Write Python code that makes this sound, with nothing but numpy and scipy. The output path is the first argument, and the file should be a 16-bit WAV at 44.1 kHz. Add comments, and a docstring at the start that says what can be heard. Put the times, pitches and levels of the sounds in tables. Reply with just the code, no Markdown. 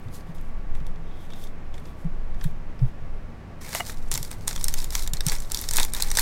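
"""A foil pack crinkles in someone's hands: its creases snap and ring over a rustle of rubbing foil.
Before that, a few glossy cards are shuffled and laid down, their edges ticking and their faces hissing,
and the pack knocks a cardboard box as it is drawn out. A close microphone on the table also hears
soft bumps through the table top, the sway of moving arms, and a fan in a small quiet room."""
import sys
import numpy as np
from scipy import signal
from scipy.fft import rfft, irfft
from scipy.io import wavfile

SR = 44100
rng = np.random.default_rng(int(sys.argv[2]) if len(sys.argv) > 2 else 0)


def materialize(psi):
    """Save the field psi as 16-bit PCM at rate SR to the path in sys.argv[1].

    A 1-D psi becomes a single channel; in a 2-D psi each row is a channel.
    """
    bounded = np.clip(np.atleast_2d(psi).T, -1, 1)
    quanta = np.round(bounded * 32767).astype(np.int16)
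    wavfile.write(sys.argv[1], SR, quanta)


N = 273861


def undb(db):
    """Turn decibels into a gain to multiply by."""
    return 10 ** (np.asarray(db) / 20)


def level(x, db):
    """Set a sound's average (rms) level in dB."""
    return x * undb(db) / np.sqrt(np.mean(x ** 2))


def shape(x, gain):
    """Filter a sound; gain(hz) says how much of each frequency is kept."""
    return irfft(rfft(x) * gain(np.arange(N // 2 + 1) * SR / N + 1e-3), N)


def colour(x, points):
    """Filter a sound along a curve of (Hz, dB) points."""
    hz, db = np.transpose(points)
    return shape(x, lambda f: undb(np.interp(np.log(f), np.log(hz), db)))


def band(x, lo_hz, hi_hz):
    """Keep one band of frequencies, scaled so that white noise keeps its level."""
    sos = signal.butter(3, [lo_hz, hi_hz], "band", fs=SR, output="sos")
    return signal.sosfilt(sos, x) * np.sqrt(SR / 2 / (hi_hz - lo_hz))


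def noise():
    return rng.standard_normal(N)


def wander(rate_hz):
    """A slow random drift, about 1 in size."""
    return level(shape(noise(), lambda f: 1 / (1 + (f / rate_hz) ** 2)), 0)


def crackle(per_s, spread_db, t60):
    """A jumpy loudness curve of tiny snaps; each fades by 60 dB in t60 seconds."""
    hits = (rng.random(N) < per_s / SR) * undb(spread_db * rng.exponential(1, N))
    return level(signal.lfilter([1], [1, -1000 ** (-1 / (t60 * SR))], hits), 0)


def gestures(table, fall_db_s, swell_db=24):
    """Hand moves swell, hold and fade. Gives loudness curves for the main sound and its lower part."""
    t, power = np.arange(N) / SR, np.zeros((2, N))
    for full_at, swell, hold, db, lower_db in table:
        rising = swell_db * (full_at - t) / swell
        falling = fall_db_s * (t - full_at - hold)
        under_db = np.maximum(rising, falling).clip(0, 200)
        power += undb([[db], [db + lower_db]] - under_db) ** 2
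    return np.sqrt(power)


# The fan's rush of air. Each row: frequency in Hz, relative level in dB.
AIR_COLOUR = [(25, -16.5), (45, -7), (75, -10.5), (125, -7.5), (300, -16), (560, -19.5), (800, -21.5),
              (1250, -27), (2000, -29.5), (2500, -33), (3500, -41), (5500, -45.5), (9000, -53),
              (16000, -59.5)]
# Room resonances fed by the fan. Each row: pitch in Hz, width in Hz, level in dB.
ROOM_HUMS = [(162.9, 7.1, -53.5), (230.1, 18, -57.5)]
# The motor's tones. Each row: pitch in Hz, drift in Hz, level in dB.
MOTOR_TONES = [(57.6, 1.06, -48), (90.3, 0.762, -48.5), (1141, 2.47, -64)]

def fan():
    """A fan blows steadily and makes the room hum, while its motor tones drift."""
    hums = sum(level(shape(noise(), lambda f: 1 / (1 + (2 * (f - hz) / width) ** 2)), db)
               for hz, width, db in ROOM_HUMS)
    swells = [undb(1.5 * wander(rate_hz=1.2)) for _ in MOTOR_TONES]
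    motor = np.zeros(N)
    for swell, (hz, drift, db) in zip(swells, MOTOR_TONES):
        pitch = hz + drift * wander(rate_hz=0.696)
        motor += swell * level(np.sin(2 * np.pi * np.cumsum(pitch) / SR), db)
    return level(colour(noise(), AIR_COLOUR), db=-44) + hums + motor


# How strong the sway is. Each row: time in seconds, level in dB.
SWAY_LEVELS = [(0.0, -39.5), (0.74, -17.5), (1.21, -34), (1.71, -29), (2.02, -35), (2.07, -22.5),
               (2.47, -20.5), (2.65, -31.5), (2.85, -17), (2.92, -32.5), (3.15, -22), (3.49, -45),
               (4.12, -17.5), (4.17, -29), (5.17, -16.5), (5.64, -26), (5.78, -19.5), (6.21, -22)]
# The sway's deep rumble. Each row: frequency in Hz, relative level in dB.
SWAY_COLOUR = [(2, -51), (6, -5), (13, 11), (20, -2.5), (27, -7), (45, -16.5), (62, -20.5), (85, -41),
               (130, -85)]

def arm_sway():
    """Moving arms rock the table and microphone, mostly too slowly to have a pitch."""
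    times, db = np.transpose(SWAY_LEVELS)
    rumble = level(colour(noise(), SWAY_COLOUR), 0)
    return rumble * undb(np.interp(np.arange(N) / SR, times, db))


# Hands and cards bump the table. Each row: start in seconds, peak in dB, pitch in Hz, rise in seconds.
TABLE_BUMPS = [(0.057, -29, 114, 0.013), (0.284, -30, 164, 0.015), (0.804, -33.5, 149, 0.013),
               (0.888, -36.5, 166, 0.016), (2.043, -21.5, 165, 0.015), (2.45, -18.5, 151, 0.011),
               (2.814, -12.5, 126.5, 0.016), (3.016, -36, 133.4, 0.016), (4.122, -32.5, 136, 0.023),
               (4.202, -28, 129, 0.0079), (4.37, -32, 102, 0.014), (5.131, -27.5, 140, 0.0064),
               (5.263, -18, 148, 0.0079), (5.711, -36, 104, 0.016)]

def table_bumps():
    """A soft push makes the table top swell and fade at its own low pitch."""
    out, t = np.zeros(N + 12000), np.arange(12000) / SR
    for start, peak_db, hz, rise in TABLE_BUMPS:
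        swell = (t / rise * np.exp(1 - t / rise)) ** 2
        out[int(start * SR):][:len(t)] += undb(peak_db) * swell * np.sin(2 * np.pi * hz * t)
    return out[:N]


# The box's own tones. Each row: pitch in Hz, relative level in dB, seconds to fade by 60 dB.
BOX_TONES = [(689, 1.5, 0.034), (1205, -2.5, 0.027), (2040, -4.5, 0.04), (2890, -4, 0.043)]
# Knocks on the box. Each row: start in seconds, level in dB.
BOX_KNOCKS = [(3.7495, -25.5), (3.8, -26), (3.806, -23)]

def box_knocks():
    """The pack knocks the hollow cardboard box on its way out, and the box rings briefly."""
    out, t = np.zeros(N), np.arange(4000) / SR
    attack = np.minimum(t / 0.00044, 1)
    for start, knock_db in BOX_KNOCKS:
        ring = sum(undb(db) * 1000 ** (-t / t60) * np.sin(2 * np.pi * (hz * t + rng.random()))
                   for hz, db, t60 in BOX_TONES)
        out[int(start * SR):][:len(t)] += undb(knock_db) * attack * ring
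    return out


# The microphone's peaks and dips. Each row: frequency in Hz, boost or cut in dB.
MIC_COLOUR = [(400, 1.5), (700, -7.5), (870, 0), (1300, -3), (1900, 0.5), (2900, -5), (3600, 0.5),
              (4600, -0.5), (5700, 1.5), (6500, -0.5), (8600, 0), (11000, -1.5), (13500, -2.5), (16000, 5)]

def close_mic(x):
    """The microphone colours the cards and foil handled right in front of it."""
    return colour(x, MIC_COLOUR)


# Three bands, low to high: body, middle, sizzle. Each row: low edge in Hz, high edge in Hz.
BANDS = [(450, 2780), (3200, 8030), (7500, 14100)]

def snaps(table, t60, ring_db, ring_t60):
    """Each snap is a sudden burst of noise in three bands, plus the ring of the panel that buckled."""
    t = np.arange(2000) / SR
    loudness, ring = np.zeros((3, N + len(t))), np.zeros(N + len(t))
    fades = t60 * np.array([1.6, 1, .8])  # the body lasts longest
    bursts = [(1 - np.exp(-t / (0.051 * fade))) * 1000 ** (-t / fade) for fade in fades]
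    ring_shape = np.minimum(t / 0.00077, 1) * 1000 ** (-t / ring_t60)
    for start, middle_db, body_db, sizzle_db, hz in table:
        span = slice(int(start * SR), int(start * SR) + len(t))
        band_db = middle_db + np.array([body_db, 0, sizzle_db])
        loudness[:, span] += undb(band_db)[:, None] * bursts
        ring_gain = undb(ring_db + band_db[np.searchsorted([3000, 7500], hz)])  # follows its own band
        ring[span] += ring_gain * ring_shape * np.sin(2 * np.pi * (hz * t + rng.random()))
    return sum(band(gain[:N] * noise(), *edges) for gain, edges in zip(loudness, BANDS)) + ring[:N]


# Card edges ticking. Each row: start in seconds, middle band level in dB,
# body and sizzle in dB compared with the middle, ring pitch in Hz.
CARD_TICKS = [(0.084, -50, -10, -13, 3700), (0.2069, -48, 1, -10, 4610), (0.382, -49.5, 4, -13, 3120),
              (0.4114, -60, 2, 14, 3400), (0.7505, -47.5, 10, -1, 3830), (0.8016, -53, 12, -15, 3150),
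              (0.866, -42.5, -2, 0.5, 3550), (0.9582, -51, 2, -19, 3380), (1.3026, -45.5, 8, -14, 3480),
              (1.3342, -39.5, 3, -22, 3600), (1.4704, -43, -4, -21, 3530), (1.7409, -43.5, 6, -23, 3300),
              (1.7514, -53, -5, -23, 3050), (1.7794, -44.5, 6, -12, 3450), (1.8545, -45.5, 4, -18, 4870),
              (2.3436, -50.5, 7, -15, 3640), (2.4113, -39.5, 8, -26, 3300), (2.4402, -38.5, 6, 9, 3850),
              (2.7911, -50.5, 10, -20, 5040)]
# Cards sliding. Each row: time of full level, swell and hold (all in seconds), hiss level in dB,
# scrape in dB compared with the hiss.
CARD_SLIDES = [(.03, 0.11, .04, -67.5, -14), (.146, 0.052, .01, -48.5, -17), (.29, 0.09, .005, -65, -3),
               (.35, 0.014, .002, -56.5, -21), (.42, .1, .07, -68, -14), (.748, .008, 0.034, -65.5, -6),
               (.864, .006, .005, -65, -6), (1.08, .08, .12, -75.5, 10.5), (1.21, .1, .04, -62, -1),
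               (1.302, .007, 0.047, -67, 10), (1.432, 0.19, 0.005, -51.5, -5), (1.74, .01, .06, -64, -9),
               (1.844, 0.018, 0.058, -63, -2), (1.988, .07, .04, -65.5, -12),
               (2.44, 0.076, 0.0095, -52, -5), (2.795, .015, .09, -66.5, -2)]

def cards():
    """Edges tick; glossy faces hiss as they slide, with a lower scrape under the thumb."""
    hiss_gain, scrape_gain = gestures(CARD_SLIDES, fall_db_s=285)
    grain = .8 + 0.33 * crackle(per_s=450, spread_db=3.3, t60=.006)
    scrape = band(noise(), 3180, 3770) + undb(-11) * band(noise(), 4100, 6000)
    slide = hiss_gain * band(noise(), 3100, 14000) + scrape_gain * scrape
    ticks = snaps(CARD_TICKS, t60=0.019, ring_db=2.8, ring_t60=0.013)
    return close_mic(ticks) + grain * slide


def small_creases(firmness, per_s=30):
    """Rows for snaps(): little creases give way at random, louder when the squeeze is firmer."""
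    count = int(per_s * N / SR)
    at = rng.random(count) * N
    size = rng.exponential(1, count).clip(0, 2.5)
    pitch, body_scatter, sizzle_scatter = rng.standard_normal((count, 3)).T
    middle_db = 20 * np.log10(firmness[at.astype(int)] + 1e-9) + 6.5 + 4 * size
    body_db = -8 - 3.5 * pitch + 4 * body_scatter  # low rings have more body
    sizzle_db = -3.5 + 2.5 * pitch + 3 * sizzle_scatter  # high rings have more sizzle
    hz = (5110 * 2 ** (0.48 * pitch)).clip(600, 14000)
    return list(zip(at / SR, middle_db, body_db, sizzle_db, hz))


# Foil creases snapping. Each row: start in seconds, middle band level in dB,
# body and sizzle in dB compared with the middle, ring pitch in Hz.
FOIL_SNAPS = [(3.6906, -35, -1, 11, 1970), (3.7302, -34, 8, -2, 2190), (3.7389, -30, -2, -7, 4400),
              (3.7487, -19.5, 3.5, 6.5, 2020), (3.7562, -23.5, -9, 0, 5570), (3.7643, -30, -6.3, 0, 5440),
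              (3.804, -30.5, 12, 3, 800), (3.8677, -32, -8, -9, 5900), (3.8957, -31, 4.5, 2, 1320),
              (4.1146, -18, -3.5, 0.7, 8860), (4.1192, -22.5, -9, -2, 7160), (4.1397, -20, -17, 5, 7300),
              (4.1542, -18, -6, -7, 7360), (4.176, -21.5, -3.5, 5.5, 5570), (4.2285, -22, -23, -1.5, 12600),
              (4.2485, -31, -7, 2, 4700), (4.3134, -28.5, -3, 4, 8720), (4.4746, -27, -4, 6, 9300),
              (4.4784, -12.5, -10, 0, 8600), (4.4886, -26, -13.5, -10, 8000),
              (4.5102, -24.5, -0.5, -4, 1660), (4.5289, -28, -3, -4.6, 6720),
              (4.5613, -21, -8.5, -11, 3320), (4.5773, -29.5, -1.5, -14, 3270), (4.611, -25, -8, -3, 5500),
              (4.6418, -18.5, -22, 8, 8870), (4.6515, -30.5, 0, 1, 5540), (4.6825, -14.5, -12, 0.5, 5300),
              (4.6929, -33, 0, 6, 8100), (4.7393, -18.5, -6, 4, 6470), (4.7742, -31, -19, 1, 4050),
              (4.7874, -29, -14.9, 3, 7200), (4.8177, -31, -13, 3, 5560), (4.843, -25.5, -7, 5, 6900),
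              (4.905, -25.5, -9, 1, 5150), (4.943, -35, 0, 5, 960), (4.9516, -15, -14.5, 2, 5720),
              (4.9895, -33, -3, -3.2, 4170), (5.0232, -27, -20, 4, 4040), (5.0639, -34, -1, -5.7, 5650),
              (5.075, -20.5, -7.5, -0.5, 7300), (5.1345, -14.5, -14, -0.5, 7030),
              (5.169, -29, -10, -17, 4180), (5.2064, -19, -6.5, -2, 3720), (5.2651, -11.5, -19, -0.5, 8720),
              (5.2841, -14, -17, -2, 5680), (5.2905, -37, 4, -4, 870), (5.2964, -16, -17, -11.6, 4550),
              (5.3193, -22.5, 2.5, 5, 2200), (5.3264, -35, 6, -11, 2180), (5.3521, -30, -2, -6, 5430),
              (5.3844, -31.5, -5, -10, 5850), (5.4024, -28, -16, 1, 7300), (5.4206, -35, -14, -3.3, 7130),
              (5.5123, -30.5, 0, -11.5, 4570), (5.518, -17.5, -14, 3.5, 7400),
              (5.5455, -14, -35, -0.5, 4500), (5.5723, -19, -29, -5, 5670), (5.5898, -24.5, -14, 0, 5600),
              (5.613, -32, -9.6, 13.5, 12900), (5.639, -25.5, -4.5, -12, 4340),
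              (5.6878, -15.5, -14.5, -2, 5430), (5.7098, -19, -7, 2, 7270), (5.7352, -17.5, -15, 5, 7300),
              (5.7492, -29.5, -12, -11, 5600), (5.7598, -20, -16, 5, 8800), (5.7682, -13, -21, 4, 6850),
              (5.7779, -27, -23, 14, 4200), (5.7835, -16, 3, -12, 3570), (5.7894, -25, 6, -10, 4000),
              (5.7983, -12, -8.5, -3, 3700), (5.8035, -29, 9, 0, 920), (5.8125, -23, -12, -6, 3770),
              (5.8227, -26, -12, -5, 3620), (5.8306, -14.5, -29, -2, 3730), (5.8485, -23, 0.5, 6, 3550),
              (5.9355, -20.5, -8, 4, 8970), (5.9477, -20.5, -9, 2, 3710), (5.9639, -29, -3, -2, 4340),
              (5.981, -32, 2, -7, 875), (5.9995, -21.5, -4.5, -10, 850), (6.0045, -21, -8, -1, 7000),
              (6.0227, -13.5, -29, 4.5, 4100), (6.027, -35, 7, -4, 870), (6.0334, -21.5, -18, -9, 4160),
              (6.0702, -38, -9, -11, 4300), (6.0842, -31, -14, -1, 8260), (6.1025, -18, -23, -9, 5800),
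              (6.114, -13.5, -9, -3, 8570), (6.152, -19, -6, -3, 5800), (6.1592, -34, -17, -7, 5600),
              (6.171, -10, -4, -1, 8450), (6.1864, -14, 1.5, -4, 1760), (6.1938, -12, -19, 4.5, 4330)]
# The foil is pulled, squeezed and shifted. Each row: time of full level, swell and hold (all in
# seconds), rustle level in dB, body in dB compared with the rustle.
FOIL_SQUEEZES = [(3.613, 0.0069, 0.12, -49, 2.5), (3.765, 0.088, 0.012, -33, -3.5),
                 (3.866, 0.036, 0.027, -42, -4), (3.96, .05, 0.125, -63.5, -9),
                 (4.116, 0.014, 0.034, -38.5, -5), (4.19, 0.073, 0.068, -46.5, -5),
                 (4.315, .03, 0.011, -49, 1), (4.37, .05, 0.096, -60.5, -6),
                 (4.48, 0.014, 0.014, -36.5, -4.5), (4.56, 0.092, .14, -48, -6),
                 (4.78, 0.23, 0.048, -42.5, -3.5), (4.95, .1, 0.082, -40, -5), (5.14, .02, 0.022, -48.5, 2),
                 (5.28, 0.078, 0.062, -38.5, -1), (5.4, 0.078, 0.039, -49.5, -6),
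                 (5.56, 0.15, 0.079, -40.5, -5.5), (5.76, 0.097, 0.072, -33, -3),
                 (5.9, 0.046, .03, -62.5, 0), (5.95, 0.047, 0.13, -43, -0.5), (6.2, 0.095, .02, -29, -2.5)]
# The pack's hollow ringing. Each row: pitch in Hz, width in Hz, level in dB compared with the body.
PACK_HOLLOW = [(858, 157, -8), (2156, 360, -9)]

def foil_pack():
    """Squeezed foil buckles in loud snaps over a rustle of rubbing, and the pack's hollow rings."""
    firmness, body_gain = gestures(FOIL_SQUEEZES, fall_db_s=320)
    grain = .5 + .5 * crackle(per_s=310, spread_db=4.66, t60=0.027)
    rustle = sum(band(gain * grain * noise(), *edges)
                 for gain, edges in zip((body_gain, firmness, firmness), BANDS))
    hollow = sum(undb(db) * band(body_gain * grain * noise(), hz - width / 2, hz + width / 2)
                 for hz, width, db in PACK_HOLLOW)
    creases = snaps(FOIL_SNAPS + small_creases(firmness), t60=0.011, ring_db=-0.99, ring_t60=0.014)
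    return close_mic(creases + rustle + hollow)


def scene(room_t60=.1, room_db=-16):
    """Foil, cards and box echo briefly in the small room; bumps, sway and fan lie underneath."""
    near = foil_pack() + cards() + box_knocks()
    t = np.arange(SR // 3) / SR
    tail = rng.standard_normal(len(t)) * 1000 ** (-t / room_t60) * (t > .002)
    echo = signal.fftconvolve(near, tail / np.sqrt(np.sum(tail ** 2)))[:N]
    return (near + undb(room_db) * echo + table_bumps() + arm_sway() + fan())[None]


def record(dry, step_hz=15900, cutoff_hz=16800):
    """The very highest treble drops in a step, then is cut off."""
    stepped = shape(dry[0], lambda f: np.where(f > step_hz, undb(-22), 1))
    low_pass = signal.ellip(10, .2, 80, cutoff_hz, fs=SR, output="sos")
    return signal.sosfilt(low_pass, stepped)[None]


dry = scene()
out = record(dry)
materialize(out)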